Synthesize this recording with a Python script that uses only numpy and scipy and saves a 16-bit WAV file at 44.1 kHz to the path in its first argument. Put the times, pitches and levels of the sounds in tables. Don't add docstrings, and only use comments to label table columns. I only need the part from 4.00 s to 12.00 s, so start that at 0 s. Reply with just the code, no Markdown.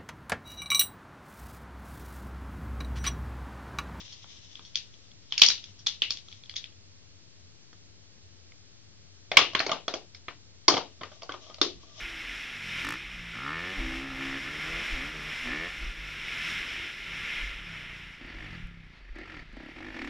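import sys
import numpy as np
from scipy import signal
from scipy.fft import rfft, irfft
from scipy.io import wavfile
from scipy.ndimage import uniform_filter1d

SR = 44100
rng = np.random.default_rng(int(sys.argv[2]) if len(sys.argv) > 2 else 0)


def amplitude_ratio(level_db):
    exponent = np.asarray(level_db, float) / 20
    return 10 ** exponent


def transcribe(signal):
    frames = np.atleast_2d(signal).T
    limited = np.clip(frames, -1, 1)
    pcm = np.round(limited * 32767).astype(np.int16)
    wavfile.write(sys.argv[1], SR, pcm)


N = 352800


def level(x, db):
    return x * amplitude_ratio(db) / np.sqrt(np.mean(x ** 2))


def unit(x):
    return x / np.sqrt(np.sum(x ** 2))


def band(x, hz, width_hz):
    return signal.lfilter(*signal.iirpeak(hz, hz / width_hz, fs=SR), x)


def steep(x, hz, width_hz):
    section = np.concatenate(signal.iirpeak(hz, hz / width_hz, fs=SR))
    return signal.sosfilt([section] * 2, x)


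def edge(x, hz, kind, order=2):
    return signal.sosfilt(signal.butter(order, hz, kind, fs=SR, output="sos"), x)


def coloured(points):
    hz, db = np.transpose(points)
    f = np.maximum(np.arange(N // 2 + 1) * SR / N, 1)
    colour_db = np.interp(np.log(f), np.log(hz), db, right=-90)
    return irfft(rfft(rng.standard_normal(N)) * amplitude_ratio(colour_db), N)


def walk(rate):
    hold = int(SR / rate)
    steps = np.repeat(rng.standard_normal(N // hold + 1), hold)
    return uniform_filter1d(uniform_filter1d(steps, hold), hold)[:N]


def swells(rows, rise_db_s):
    t = np.arange(N) / SR
    slopes = [db - np.where(t < s, rise_db_s * (s - t), fade_db_s * (t - s)) for s, db, fade_db_s in rows]
    return amplitude_ratio(np.max(slopes, axis=0))


# frequency in Hz, level in dB per Hz
TONE_MID = [(12, -33.5), (20, -2.5), (27, -26), (43, -17), (85, -7), (103, 1), (126, -11), (166, -10.5),
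            (287, -16), (359, -17), (702, -24.5), (836, -27.5), (4430, -23.5), (7660, -30), (9960, -64),
            (16900, -120)]
# frequency in Hz, level in dB per Hz
TONE_SIDE = [(12, -31), (20, -1), (22, -13.5), (27, -23), (101, -8.5), (129, -14), (287, -15.5),
             (359, -14.5), (496, -18), (901, -23), (1410, -27.5), (4010, -19), (4320, -16), (7660, -18),
             (9960, -61.5), (16900, -120)]
# frequency in Hz, width in Hz, level in dB
MAINS_HUM = [(67, 21, -76.5), (91.4, 6.25, -63)]
# height in seconds, level in dB, fade in dB per second
HAND_WAFTS = [
    (7.71, -55, 80),
    (7.776, -48, 600),
]


def air():
    mid = level(coloured(TONE_MID), -60.5)
    side = level(coloured(TONE_SIDE), -58.5)
    waft = swells(HAND_WAFTS, rise_db_s=306)
    out = np.array([mid + side, mid - side])
    for port in out:
        for hz, width_hz, db in MAINS_HUM:
            port += level(band(rng.standard_normal(N), hz, width_hz), db)
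        gust = edge(edge(rng.standard_normal(N), 79, "low"), 25, "high")
        port += level(gust, 0) * waft
    return out


# frequency in Hz, width in Hz, level in dB
RUB_RINGS = [(1200, 1200, -14), (2300, 1500, -11), (3500, 2000, 0), (5300, 2800, -2)]
# frequency in Hz, width in Hz, level in dB
HELD_SHELL_RINGS = [(374.6, 50, -7.5), (650, 87, 1.5), (1170, 83, 1)]
# height in seconds, level in dB, fade in dB per second
FINGER_STROKES = [(0.0, -48.5, 24.5), (0.35, -52, 19), (1.51, -45, 62.5), (1.9, -54, 123),
                  (2.35, -53.5, 71), (5.492, -64.5, 138), (5.582, -56, 69), (6.95, -64, 77),
                  (7.192, -54.5, 197), (7.496, -52, 101), (8.0, -49.5, 100)]


def scuff():
    slips = rng.standard_normal((2, N))
    slips *= amplitude_ratio(1.4 * rng.exponential(size=(2, N)))
    slips *= amplitude_ratio(5.3 * walk(45))
    rub = sum(amplitude_ratio(db) * steep(slips, hz, width_hz) for hz, width_hz, db in RUB_RINGS)
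    shell = sum(amplitude_ratio(db) * steep(slips[0], hz, width_hz) for hz, width_hz, db in HELD_SHELL_RINGS)
    in_hand = np.arange(N) > 5 * SR
    both = level(rub, -1.0) + level(shell, -10.5) * in_hand
    return both * swells(FINGER_STROKES, rise_db_s=70.5) * amplitude_ratio([[2.5], [-2.5]])


def knocks(hits, modes, chatter_ms, low_own_db, low_t60, bass_hz, crack_db, crack_hz):
    length = 3000
    out, t = np.zeros(N + length), np.arange(length) / SR
    hz, db, t60 = np.transpose(modes)
    group = np.append(np.searchsorted((1500, 4500), hz), [0, 1])
    decay = np.append(t60, [low_t60, .009])[:, None]
    fade = np.exp(-np.log(1000) * t / decay)
    for s, peak_db, low_hz, high_hz, low_db, high_db in hits:
        chance = rng.standard_normal((2, len(hz)))
        f = np.append(hz * (1 + .03 * chance[0]), [low_hz, high_hz])
        gain = amplitude_ratio(np.append(db + 2.5 * chance[1], [low_own_db, 13]))
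        gain[:-2:2] *= -1
        soft = min(amplitude_ratio(low_db), 1) ** 2
        touch_ms = chatter_ms * (1 + 1.5 * amplitude_ratio(peak_db) + 3 * soft)
        touch = rng.standard_normal(length) ** 3 * np.exp(-t * 1000 / touch_ms)
        touch[0] = 3 * (1 - soft)
        push = np.sqrt(uniform_filter1d(np.abs(rfft(touch)) ** 2, size=15))
        gain /= push[(f * length / SR).astype(int)]
        rings = gain[:, None] * np.sin(2 * np.pi * f[:, None] * t) * fade
        low, mid, high = (signal.fftconvolve(rings[group == g].sum(0), touch)[:length] for g in range(3))
        low = edge(low, bass_hz, "high")
        mid = edge(mid, 1.072 * min(crack_hz, high_hz), "high", order=4)
        high = edge(high, 2800, "high", order=4)
        rest = np.sqrt(max(1 - amplitude_ratio(low_db) ** 2 - amplitude_ratio(high_db) ** 2, .05))
        hit = amplitude_ratio(low_db) * unit(low) + rest * unit(mid) + amplitude_ratio(high_db) * unit(high)
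        burst = rng.standard_normal(300) * np.exp(-t[:300] / .0012)
        crack = signal.fftconvolve(burst, touch)[:length]
        top_hz = 3900 + 2400 * min(amplitude_ratio(high_db + 7.5), 1)
        bright = edge(edge(crack, crack_hz, "high", order=3), top_hz, "low", order=3)
        dull = edge(edge(crack, 450, "high"), 1300, "low", order=3)
        hit += amplitude_ratio(crack_db) * rest * unit(bright)
        hit += amplitude_ratio(crack_db + low_db) * unit(dull)
        i = int(s * SR)
        out[i:i + length] += hit * amplitude_ratio(peak_db) / np.abs(hit).max()
    return out[:N]


# frequency in Hz, level in dB, t60 in seconds
CASE_BODY = [(130, -16, .04), (280, -10, .02), (500, -6, .012), (850, -4, .012), (1250, 0, .01),
             (1950, -14, .008), (2400, -11, .008), (2750, -5, .01), (3050, 0, .01), (3400, -2, .01),
             (3750, -1, .01), (4150, -1, .01), (4600, 0, .01), (5000, -1, .008), (5350, -2, .008),
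             (5900, -3, .008), (6300, -4, .008), (6700, -7, .005)]
# start in seconds, peak in dB, leading ring in Hz, high rings in dB
TILE_BLOWS = [(1.322, -17.5, 3000, -27.5), (1.396, -17.5, 4940, -7.5), (1.417, 1, 3100, -8.5),
              (1.484, -7, 3192, -0.5), (1.863, -22, 3285, -4), (1.867, -13, 3300, -7),
              (2.019, -9, 2935, -42), (2.069, -41, 3130, -20), (2.105, -14.5, 3200, -1),
              (2.115, -28, 3200, -7), (2.495, -29, 3330, -36)]
# start in seconds, peak in dB, leading ring in Hz, high rings in dB
CELL_RATTLES = [(0.7546, -12, 3260, -4.5), (1.378, -11.5, 4404, -3), (1.434, -7.5, 5083, 3),
                (1.444, -15.5, 3238, -40), (1.462, -8, 3940, 13.5), (1.502, -13, 3880, -17),
                (1.64, -30, 3884, -3), (1.87, -13, 3510, -5.5), (2.171, -28.5, 3030, -3),
                (2.564, -19.5, 3600, -8.5), (2.641, -27.5, 3120, -33)]
# start in seconds, peak in dB, low rings in dB
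FINGER_TICKS = [(0.014, -36, -9), (0.079, -44, -27), (0.242, -42.5, -3.5), (0.554, -34, -29),
                (0.571, -45, -45), (0.593, -37.5, -5.5), (0.939, -46.5, -14), (1.115, -45, -38),
                (1.579, -34, -18.5), (2.188, -47, -41), (2.284, -38, -18), (2.315, -42, -19),
                (2.326, -33, -23), (2.436, -38, -17.5), (2.457, -44, -27), (2.539, -34.5, -15.5),
                (2.607, -45, -32), (2.723, -49, -16)]
# start in seconds, peak in dB, leading ring in Hz
LIGHT_TOUCHES = [
    (0.747, -34.5, 3250),
    (1.308, -38.5, 3800),
    (2.099, -32.5, 3140),
    (5.592, -15.5, 4300),
]
# start in seconds, peak in dB, leading ring in Hz
TILE_DRAGS = [
    (.122, -35, 3180),
    (0.648, -40, 3300),
    (1.79, -40.5, 5060),
    (2.555, -28.5, 3300),
]


def thin_case():
    low_hz = 1076.6
    hits = [(s, db, low_hz, hz, -25, high_db) for s, db, hz, high_db in TILE_BLOWS]
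    hits += [(s, db, low_hz, hz, -42, high_db) for s, db, hz, high_db in CELL_RATTLES]
    hits += [(s, db, low_hz, 3300, low_db, -19.5) for s, db, low_db in FINGER_TICKS]
    hits += [(s, db, low_hz, hz, -34, -7.5) for s, db, hz in LIGHT_TOUCHES]
    drags = [(s, db, low_hz, hz, -27, -1.5) for s, db, hz in TILE_DRAGS]
    struck = knocks(hits, CASE_BODY, chatter_ms=0.65, low_own_db=-2.5, low_t60=0.0047,
                    bass_hz=91.6, crack_db=-2.5, crack_hz=2722)
    dragged = knocks(drags, CASE_BODY, chatter_ms=15, low_own_db=4, low_t60=.01,
                     bass_hz=292, crack_db=-4, crack_hz=2405)
    return struck + dragged


# frequency in Hz, level in dB, t60 in seconds
BAY_BODY = [(90, -20, .05), (170, -16, .04), (300, -12, .035), (370, -6, .035), (450, -7, .03),
            (540, -5, .025), (610, -1, .025), (690, 0, .025), (900, -9, .015), (1090, -3, .02),
            (1200, -1, .02), (1600, -10, .012), (2020, -3, .014), (2360, -5, .012), (2900, 0, .012),
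            (3200, -1, .012), (3500, -2, .012), (3850, -2, .012), (4250, -3, .012), (4700, 0, .01),
            (5250, -2, .01), (5700, -3, .01), (6200, -5, .01), (6600, -8, .005)]
# start in seconds, peak in dB, leading low ring in Hz,
# leading high ring in Hz, high rings in dB
CELL_SNAPS = [(5.316, -17, 723, 2210, -15), (5.369, 2.5, 1086, 3045, -11.5),
              (5.373, -14.5, 1253, 2862, -16), (5.389, -13, 1090, 3480, -18),
              (5.549, -10.5, 1090, 3088, -28.5), (5.601, -12.5, 657, 1883, -16),
              (5.664, -19, 412, 2020, -3), (5.715, -15, 1180, 3010, -12), (5.88, -17, 723, 3336, -5),
              (6.282, -27.5, 1210, 1960, -37.5), (6.68, -3.5, 1050, 4482, -2),
              (7.032, -28, 1210, 2000, -22.5), (7.614, -8.5, 345, 4320, -5.5),
              (7.649, -30.5, 347, 5085, -12)]
# start in seconds, peak in dB, leading low ring in Hz, high rings in dB
CELL_SETTLES = [(5.412, -17, 1150, -24), (5.693, -21, 680, -43), (5.729, -24, 654, -42),
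                (6.696, -19.5, 1210, -24.5), (6.719, -19.5, 614, -29), (6.738, -18.5, 482, -15),
                (6.768, -17, 650, -15), (6.775, -22.5, 1160, -9), (7.011, -29.5, 650, -22),
                (7.116, -44.5, 605, -32), (7.292, -27.5, 1140, -22), (7.339, -32.5, 1220, -39),
                (7.498, -41.5, 1220, -20), (7.831, -48.5, 317, -16)]
# start in seconds, peak in dB, leading ring in Hz, low rings in dB
NAIL_TICKS = [
    (3.729, -44, 1676, -5.5),
    (4.519, -45, 2080, -24.5),
    (6.147, -35.5, 5040, -20),
    (7.32, -31, 3300, -13.5),
    (7.543, -32.5, 4860, -18),
    (7.994, -43.5, 3130, -18),
]
# start in seconds, peak in dB, leading ring in Hz
CELL_DRAGS = [
    (5.533, -33.5, 3040),
    (5.938, -20.5, 3300),
    (7.219, -33, 3000),
    (7.23, -30, 4900),
    (7.463, -44.5, 3300),
    (7.583, -40, 4030),
]


def hollow_bay():
    hits = [(s, db, low_hz, hz, -4.5 - 8 * amplitude_ratio(db), high_db) for s, db, low_hz, hz, high_db in CELL_SNAPS]
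    hits += [(s, db, low_hz, 3130, -0.5 - 21 * amplitude_ratio(db), high_db) for s, db, low_hz, high_db in CELL_SETTLES]
    hits += [(s, db, 1220, hz, low_db, -12.5) for s, db, hz, low_db in NAIL_TICKS]
    drags = [(s, db, 656, hz, -4, -7.5) for s, db, hz in CELL_DRAGS]
    struck = knocks(hits, BAY_BODY, chatter_ms=1.37, low_own_db=4, low_t60=0.04,
                    bass_hz=94.5, crack_db=-2.5, crack_hz=1640)
    dragged = knocks(drags, BAY_BODY, chatter_ms=1.6, low_own_db=7, low_t60=0.035,
                     bass_hz=202, crack_db=-5.5, crack_hz=1700)
    return struck + dragged


# delay in ms, level in dB
FIRST_ECHOES = [(5.5, -19), (12, -21), (15, -19), (18, -15), (31, -22)]


def room(x, echo_db, spread_s):
    t = np.arange(SR // 10) / SR
    out = []
    for _ in range(2):
        echoes = 0
        for ms, db in FIRST_ECHOES:
            lag = np.maximum(t - ms / 1000, 0)
            smear = rng.standard_normal(len(t)) * np.exp(-lag / spread_s) * (lag > 0)
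            echoes = echoes + amplitude_ratio(db + echo_db) * unit(smear)
        out.append(signal.fftconvolve(x, echoes)[:N])
    return np.array(out)


def hold(x, keep):
    return signal.lfilter([1 - keep], [1, -keep], x)


# frequency in Hz, t60 in seconds, level in dB
ROOM_DECAY = [(234.5, 0.4, -8.5), (600, .25, -10), (1512, 0.17, -12), (3000, .32, -14.5),
              (4940, 0.23, -14.5)]


def tail(x):
    build_s, hop = 0.0022, 16
    places, t60s, dbs = np.transpose(ROOM_DECAY)
    out, noise = 0, rng.standard_normal((2, N))
    for hz in 180 * 2 ** (np.arange(16) / 3):
        t60, db = (np.interp(np.log(hz), np.log(places), v) for v in (t60s, dbs))
        power = np.mean(steep(x, hz, .27 * hz).reshape(-1, hop) ** 2, axis=1)
        fed = hold(power, np.exp(-hop / (build_s * SR)))
        stored = hold(fed, 1e6 ** (-hop / (t60 * SR)))
        shifted = np.roll(noise, int(9 * hz), axis=1)
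        out = out + level(steep(shifted, hz, .3 * hz), db + 4) * np.repeat(np.sqrt(stored), hop)
    return edge(out, 6600, "low", order=4)


def suppress(wet, floor_db, frame_s):
    power = uniform_filter1d(np.mean(wet ** 2, axis=0), int(frame_s * SR))
    return wet * power / (power + amplitude_ratio(floor_db) ** 2)


def ports(x):
    dull = edge(x, 2900, "low", order=1)
    bright = np.roll(x - edge(x, 1300, "low", order=1), 41)
    left = amplitude_ratio(2.5) * dull + amplitude_ratio(1.5) * bright
    right = amplitude_ratio(1.0) * x + amplitude_ratio(-10.5) * edge(x, 3600, "low", order=1)
    return np.array([left, right])


def scene():
    tiles, held, rub = (edge(v, 6400, "low", order=6) for v in (thin_case(), hollow_bay(), scuff()))
    on_floor = tiles + rub[1]
    echoes = room(on_floor, echo_db=-4.5, spread_s=0.00035) + room(held, echo_db=-11, spread_s=0.0019)
    mid, side = echoes + tail(on_floor + held)
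    side = amplitude_ratio(-6.5) * side + amplitude_ratio(0.5) * edge(side, 3600, "high")
    wet = np.array([amplitude_ratio(7.5) * (mid + side), amplitude_ratio(2.5) * (mid - side)])
    return ports(tiles + held) + rub + suppress(wet, floor_db=-63.0, frame_s=0.022) + air()


def low_pass(x):
    return signal.sosfilt(signal.butter(12, 8600, fs=SR, output="sos"), x)


def record(dry):
    cut = edge(edge(dry, 7000, "low", order=4), 7900, "low", order=8)
    offset = np.array([[-.00195], [-.00015]])
    return low_pass(np.clip(amplitude_ratio(0.3) * cut + offset, -1, 1))


dry = scene()
out = record(dry)
transcribe(out)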